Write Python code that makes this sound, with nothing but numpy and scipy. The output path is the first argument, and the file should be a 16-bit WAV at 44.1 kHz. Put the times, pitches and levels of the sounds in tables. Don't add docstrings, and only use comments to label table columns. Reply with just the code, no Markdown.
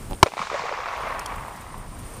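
import sys
import numpy as np
from scipy import signal
from scipy.fft import rfft, irfft, next_fast_len
from scipy.io import wavfile
from scipy.ndimage import uniform_filter1d, map_coordinates

SR = 44100
rng = np.random.default_rng(int(sys.argv[2]) if len(sys.argv) > 2 else 0)


def decibels_to_gain(level_db):
    exponent = np.asarray(level_db, float) / 20
    return 10 ** exponent


def bounce(signal):
    frames = np.transpose(np.atleast_2d(signal))
    limited = np.clip(frames, -1, 1)
    pcm = np.round(limited * 32767).astype(np.int16)
    wavfile.write(sys.argv[1], SR, pcm)


N = 97020
T = np.arange(N) / SR
SHOT_S = 0.2288

# delay/s, f/Hz, level/dB, t60/s
HOUSING_MODES = [(0, 1000, 8, 0.08), (0.0009, 2263, 2, 0.06), (0.001, 3030, -4, .05)]
# delay/s, f/Hz, level/dB, t60/s
SETTLING_MODES = [(.0019, 360, 1.5, .021), (.00275, 664, -2, .018), (.0042, 1300, -11, .024),
                  (.0036, 2300, -14, .014), (.007, 1050, -27, .06)]
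# delay/s, f/Hz, level/dB, t60/s
DIAPHRAGM_MODES = [(.0018, 88, -4, .028), (.0032, 200, -10, .016)]
# f/Hz, density/dB
CRACK_SPECTRUM = [(300, -8), (1500, -6), (3200, -2.5), (6000, -1), (9000, -22.5), (16000, -33)]
# t/s, peak level/dB, f/Hz, cycles
SLAP_ECHOES = [(0.26, -15.5, 560, 2.9), (0.265, -16, 540, 4.4), (0.272, -18.5, 1100, 4.6),
               (0.283, -28, 595, 3.1), (0.319, -25, 816, 2.6), (0.336, -19.5, 814, 3.8),
               (0.369, -16.5, 720, 2.2), (0.378, -17.5, 1050, 2.5), (0.391, -13, 1043, 6.3),
               (0.403, -37, 1100, 2.3), (0.415, -14, 1135, 7.3), (0.425, -18, 1038, 2.2),
               (0.47, -16.5, 1130, 2.9), (0.499, -14, 1120, 6.1), (0.514, -21, 510, 3),
               (0.528, -20, 506, 4), (0.541, -16, 574, 4), (0.56, -17, 1050, 2.5), (0.593, -16, 970, 6.4),
               (0.62, -25, 700, 2.7), (0.653, -17, 770, 3.6), (0.692, -15, 880, 2.5),
               (0.724, -17.5, 1040, 3.5), (0.737, -17, 1070, 2.7), (0.789, -24, 972, 2.3),
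               (0.802, -19, 1030, 4.9), (0.858, -13.5, 1100, 2.4), (0.885, -14, 1090, 2.7),
               (0.904, -19, 1050, 2.5), (0.926, -20.5, 1090, 4), (0.936, -18.5, 1060, 3.1),
               (0.955, -23, 1100, 3.8), (0.977, -20, 990, 3), (1.006, -17.5, 980, 1.9),
               (1.026, -19.5, 1120, 3), (1.109, -21.5, 1050, 4.8), (1.148, -18.5, 1070, 4.9),
               (1.216, -20, 1213, 3.3), (1.259, -23, 1056, 2.1), (1.32, -21, 960, 3),
               (1.381, -26, 1080, 5.4), (1.449, -23, 972, 2.2), (1.481, -19.5, 1030, 3.6),
               (1.508, -28, 1140, 5.8), (1.742, -23.5, 970, 4.5)]
# f/Hz, level/dB
SLAP_OVERTONES = [(2380, -10.5), (3700, -16.5)]
# t/s, level/dB, f/Hz
WALL_BOOMS = [(.263, -23, 487), (.33, -40, 222), (.40, -32, 191), (.44, -43, 226), (0.599, -40, 182),
              (.546, -22.5, 560), (.637, -27, 476), (.714, -24.5, 560), (0.727, -29.5, 445),
              (.79, -31, 509.5)]
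# t/s, level/dB
ROLL_LEVEL = [(.235, -39), (.29, -66), (.31, -57), (.36, -43.5), (.41, -31.5), (.45, -36.5), (.49, -41),
              (.52, -32.5), (.8, -32.5), (.95, -32), (1.15, -32.5), (1.3, -35), (1.55, -42), (1.8, -45.5),
              (2.2, -51.5)]
# f/Hz, density/dB
NEAR_SPECTRUM = [(150, -12), (300, -23), (520, -8), (1100, 1), (1550, -7), (2400, -6.5), (3100, -17.5),
                 (3700, -16.5), (6300, -21), (9000, -30.5), (13000, -64)]
# f/Hz, density/dB
FAR_SPECTRUM = [(150, -30), (313, -19), (600, -6.5), (1110, 0), (1450, -11.5), (2000, -11.5), (3000, -23),
                (5300, -36), (8000, -40.5)]
# t/s, level/dB
WASH_LEVEL = [(.24, -55), (.3, -51.5), (.36, -50), (.42, -44), (.6, -48), (.8, -54.5), (1.1, -56.5),
              (1.4, -60)]
# f/Hz, density/dB
LEAF_SPECTRUM = [(1200, -38), (2000, 0), (3700, 1), (6000, -3.5), (7500, -6.5), (10000, -29), (13000, -44)]
# t/s, peak level/dB
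HAMMER_CLICKS = [
    (1.1936, -21.5),
    (1.26, -19.5),
]
# f/Hz, level/dB, t60/s
STEEL_MODES = [
    [(5290, 1, 0.0091), (7660, -6, 0.0128), (9240, -1, 0.0108), (12770, -14, 0.0092)],
    [(3240, 1.5, 0.017), (4540, -6, 0.019), (6300, -3, 0.0153), (9400, -2, 0.016)],
]
# f/Hz, density/dB
RATTLE_SPECTRUM = [(2500, -33.5), (4800, -9), (5600, 1), (9300, -9), (13000, -12), (15300, -21),
                   (16500, -37)]
# t/s, body level/dB, tick level/dB
MOUNT_SLIPS = [
    (.1005, -34, -40),
    (0.1112, -21, -33),
    (0.1218, -19, -36),
    (0.1325, -20.5, -25.5),
    (0.1485, -53, -34),
]
# f/Hz, level/dB, t60/s
MOUNT_MODES = [(173, 2, 0.016), (342, 12, 0.013), (560, 9.5, 0.015), (782, 6.5, 0.033)]
# t/s, level/dB
WIND_LEVEL = [(0, -32), (.06, -38), (.12, -30.5), (.2, -40.5), (.228, -52), (.25, -66), (.4, -56),
              (.92, -50), (.97, -45.5), (1.08, -42.5), (1.3, -41.5), (1.38, -37.5), (1.47, -42.5),
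              (1.78, -37), (1.83, -42.5), (2.05, -37), (2.11, -43), (2.2, -38)]
# f/Hz, density/dB
RUMBLE_SPECTRUM = [(10, -30), (24, 3.5), (70, -1), (160, -7.5), (320, -15.5), (500, -31), (1000, -52.5)]
# t/s, gain/dB
RECORDER_GAIN = [(0, 1), (.228, 0), (.3, -5), (.45, -6.5), (.75, -14), (1.0, -7), (1.3, -0.5), (1.6, -1.5),
                 (2.2, 0)]
# f/Hz, density/dB
AIR_SPECTRUM = [(200, -2.5), (400, 4.5), (1100, -1.5), (2250, -8.5), (4000, -15), (6500, -14), (9000, -8.5),
                (11500, -17.5), (15000, -17)]
# t/s, peak level/dB
INSECT_TICKS = [(0.1056, -36), (0.9695, -44), (1.0834, -43), (1.3586, -37), (1.4795, -42), (1.56, -40),
                (1.61, -36), (1.7791, -38.5), (1.989, -35), (2.165, -38)]
# f/Hz, level/dB
WHINE_TONES = [(4980, -72), (13905, -83)]


def unit(x):
    return x / np.sqrt(np.mean(x ** 2) + 1e-20)


def curve(rows):
    return np.interp(T, *np.transpose(rows))


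def wobble(rate):
    knots = rng.standard_normal(int(N * rate / SR) + 4)
    return map_coordinates(knots, [T * rate])


def coloured(x, points):
    m = 2 ** 17
    f, db = np.transpose(points)
    log_f = np.log(np.fft.rfftfreq(m, 1 / SR) + 1)
    level_db = np.interp(log_f, np.log(f + 1), np.maximum(db, -70))
    cepstrum = irfft(np.log(decibels_to_gain(level_db)), m)
    cepstrum[1:m // 2] *= 2
    cepstrum[m // 2 + 1:] = 0
    return irfft(rfft(x, m) * np.exp(rfft(cepstrum)), m)[:N]


def noise_of(spectrum):
    return unit(coloured(rng.standard_normal(N), spectrum))


def filtered(x, response):
    m = next_fast_len(N + SR // 2)
    return irfft(rfft(x, m) * response(np.fft.rfftfreq(m, 1 / SR)), m)[..., :N]


def add(out, s, burst):
    part = out[round(s * SR):][:len(burst)]
    part += burst[:len(part)]


def decay(t, t60):
    return decibels_to_gain(-60 * t / t60)


def onset(t, attack_s):
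    return 1 - np.exp(-t / attack_s)


def swell(t, length_s):
    x = 4 * t / length_s
    return x * np.exp(1 - x)


def ring(modes, attack_s):
    t = T[:SR // 10]
    x = sum(decibels_to_gain(db) * decay(t, t60) * np.sin(2 * np.pi * hz * t) for hz, db, t60 in modes)
    x = x * onset(t, attack_s)
    return x / np.abs(x).max()


def blast_modes(parts):
    out = np.zeros(N)
    for delay_s, hz, db, t60 in parts:
        t = np.maximum(T - SHOT_S - delay_s, 0)
        out -= decibels_to_gain(db) * decay(t, t60) * np.sin(2 * np.pi * hz * t)
    return out


def blast():
    t = np.maximum(T - SHOT_S, 0)
    noise = noise_of(CRACK_SPECTRUM) * onset(t, 0.0006)
    crack = decibels_to_gain(-6) * noise * decay(t, 0.06)
    sizzle = decibels_to_gain(-10) * noise * decay(t, 0.024)
    clamp_delay_s, clamp_depth_db, clamp_tau_s = 0.0034, -45, 0.0022
    clamp_db = clamp_depth_db * onset(np.maximum(t - clamp_delay_s, 0), clamp_tau_s)
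    limited = decibels_to_gain(clamp_db) * (blast_modes(HOUSING_MODES) + crack)
    return limited + sizzle + blast_modes(SETTLING_MODES) - blast_modes(DIAPHRAGM_MODES)


def dulled_by_distance(x):
    near_until_s, far_at_s = 0.19, 1.41
    far = np.clip((T - near_until_s) / (far_at_s - near_until_s), 0, 1)
    return (1 - far) * unit(coloured(x, NEAR_SPECTRUM)) + far * unit(coloured(x, FAR_SPECTRUM))


def slaps():
    out, t = np.zeros(N), T[:3000]
    wake = dulled_by_distance(rng.standard_normal(N))
    chances = rng.standard_normal((len(SLAP_ECHOES), len(SLAP_OVERTONES)))
    for (s, db, hz, cycles), chance in zip(SLAP_ECHOES, chances):
        u = (t * hz / cycles - 1 / 2) * 4
        body = np.exp(-u ** 2) * np.sin(2 * np.pi * hz * t)
        air_loss_db = -12.5 * (s - SHOT_S)
        upper = 0
        for (f, level), c in zip(SLAP_OVERTONES, chance):
            tone = np.sin(2 * np.pi * f * (1 + 0.044 * c) * t)
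            upper = upper + decibels_to_gain(level + air_loss_db + 2.2 * c) * tone
        body = body + upper * swell(t, 0.0031)
        tail = wake[round(s * SR):][:len(t)] * decibels_to_gain(-8.5) * decay(t, 0.042) * onset(t, 0.0013)
        add(out, s, decibels_to_gain(db - 3) * (body + tail))
    for s, db, hz in WALL_BOOMS:
        add(out, s, decibels_to_gain(db) * swell(t, 0.013) * np.sin(2 * np.pi * hz * t))
    return out


def roll():
    z = signal.stft(rng.standard_normal(N), nperseg=128)[2]
    patches = uniform_filter1d(rng.standard_normal(z.shape), size=4, axis=0)
    patches = uniform_filter1d(patches, size=4, axis=1)
    hits = signal.istft(z * decibels_to_gain(2.5 * unit(patches)), nperseg=128)[1][:N]
    level = decibels_to_gain(curve(ROLL_LEVEL) + 1 + 0.81 * wobble(29.67))
    return level * dulled_by_distance(hits) * (T > SHOT_S + 0.006)


def foliage():
    level = decibels_to_gain(curve(WASH_LEVEL) + 2.1 * wobble(24.3))
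    return level * noise_of(LEAF_SPECTRUM) * (T > SHOT_S + 0.006)


def hammer():
    out, t = np.zeros(N), T[:SR // 10]
    grit = noise_of(RATTLE_SPECTRUM)
    for (s, db), modes in zip(HAMMER_CLICKS, STEEL_MODES):
        rattle = 0.59 * grit[round(s * SR):][:len(t)] * decay(t, 0.02) * onset(t, 0.0012)
        add(out, s, decibels_to_gain(db - 1.5) * (0.74 * ring(modes, attack_s=0.00074) + rattle))
    return out


def creak():
    out = np.zeros(N)
    hz = 3300
    tick_modes = [(hz, 0, 0.002), (1.2 * hz, -2, 0.002), (2.5 * hz, -6, 0.002), (0.88 * hz, -3, 0.003)]
    tick = ring(tick_modes, attack_s=0.0001)
    body = ring(MOUNT_MODES, attack_s=0.00047)
    for s, body_db, tick_db in MOUNT_SLIPS:
        add(out, s, decibels_to_gain(tick_db) * tick - decibels_to_gain(body_db) * body)
    return out


def wind():
    lumps = decibels_to_gain(1.3 * wobble(12)) * noise_of(RUMBLE_SPECTRUM)
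    return decibels_to_gain(curve(WIND_LEVEL)) * unit(lumps)


def insect_hiss():
    centre_hz, width_hz = 8974, 470
    hiss = filtered(rng.standard_normal(N), lambda f: np.exp(-((f - centre_hz) / width_hz) ** 2))
    duck_db = 1.6 * curve(RECORDER_GAIN)
    return decibels_to_gain(-57.5 + duck_db + 4.5 * wobble(62) + 2.9 * wobble(4.0)) * unit(hiss)


def insect_ticks():
    out, t = np.zeros(N), T[:900]
    for s, db in INSECT_TICKS:
        add(out, s, decibels_to_gain(db - 1) * decay(t, 0.058) * rng.standard_normal(len(t)))
    return filtered(out, lambda f: 1 / (1 + (6500 / (f + 1)) ** 6) / (1 + (f / 14000) ** 6))


def field():
    gain_db = curve(RECORDER_GAIN)
    air = decibels_to_gain(-45 + 1.22 * wobble(6.2) + gain_db) * noise_of(AIR_SPECTRUM)
    whine = np.zeros(N)
    for hz, db in WHINE_TONES:
        whine += np.sqrt(2) * decibels_to_gain(db + 1.9 * wobble(8.0)) * np.sin(2 * np.pi * hz * T)
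    return air + insect_hiss() + decibels_to_gain(0.71 * gain_db) * whine + insect_ticks()


def scene():
    backdrop = slaps() + roll() + foliage() + wind() + field()
    backdrop = filtered(backdrop, lambda f: f < 15150)
    slips = creak()
    side = -0.7 * filtered(slips, lambda f: (1j * f / (370 + 1j * f)) ** 2)
    return blast() + backdrop + hammer() + slips + np.array([side, -side])


def roll_off(x):
    return signal.sosfilt(signal.butter(12, 16450, fs=SR, output="sos"), x)


def record(dry):
    clip, top_hz = 0.96, 16300
    clipped = dry / (1 + np.abs(dry / clip) ** 8) ** (1 / 8)
    mix = filtered(clipped, lambda f: 1 / (1 + (f / top_hz) ** 60))
    return roll_off(mix)


dry = scene()
out = record(dry)
bounce(out)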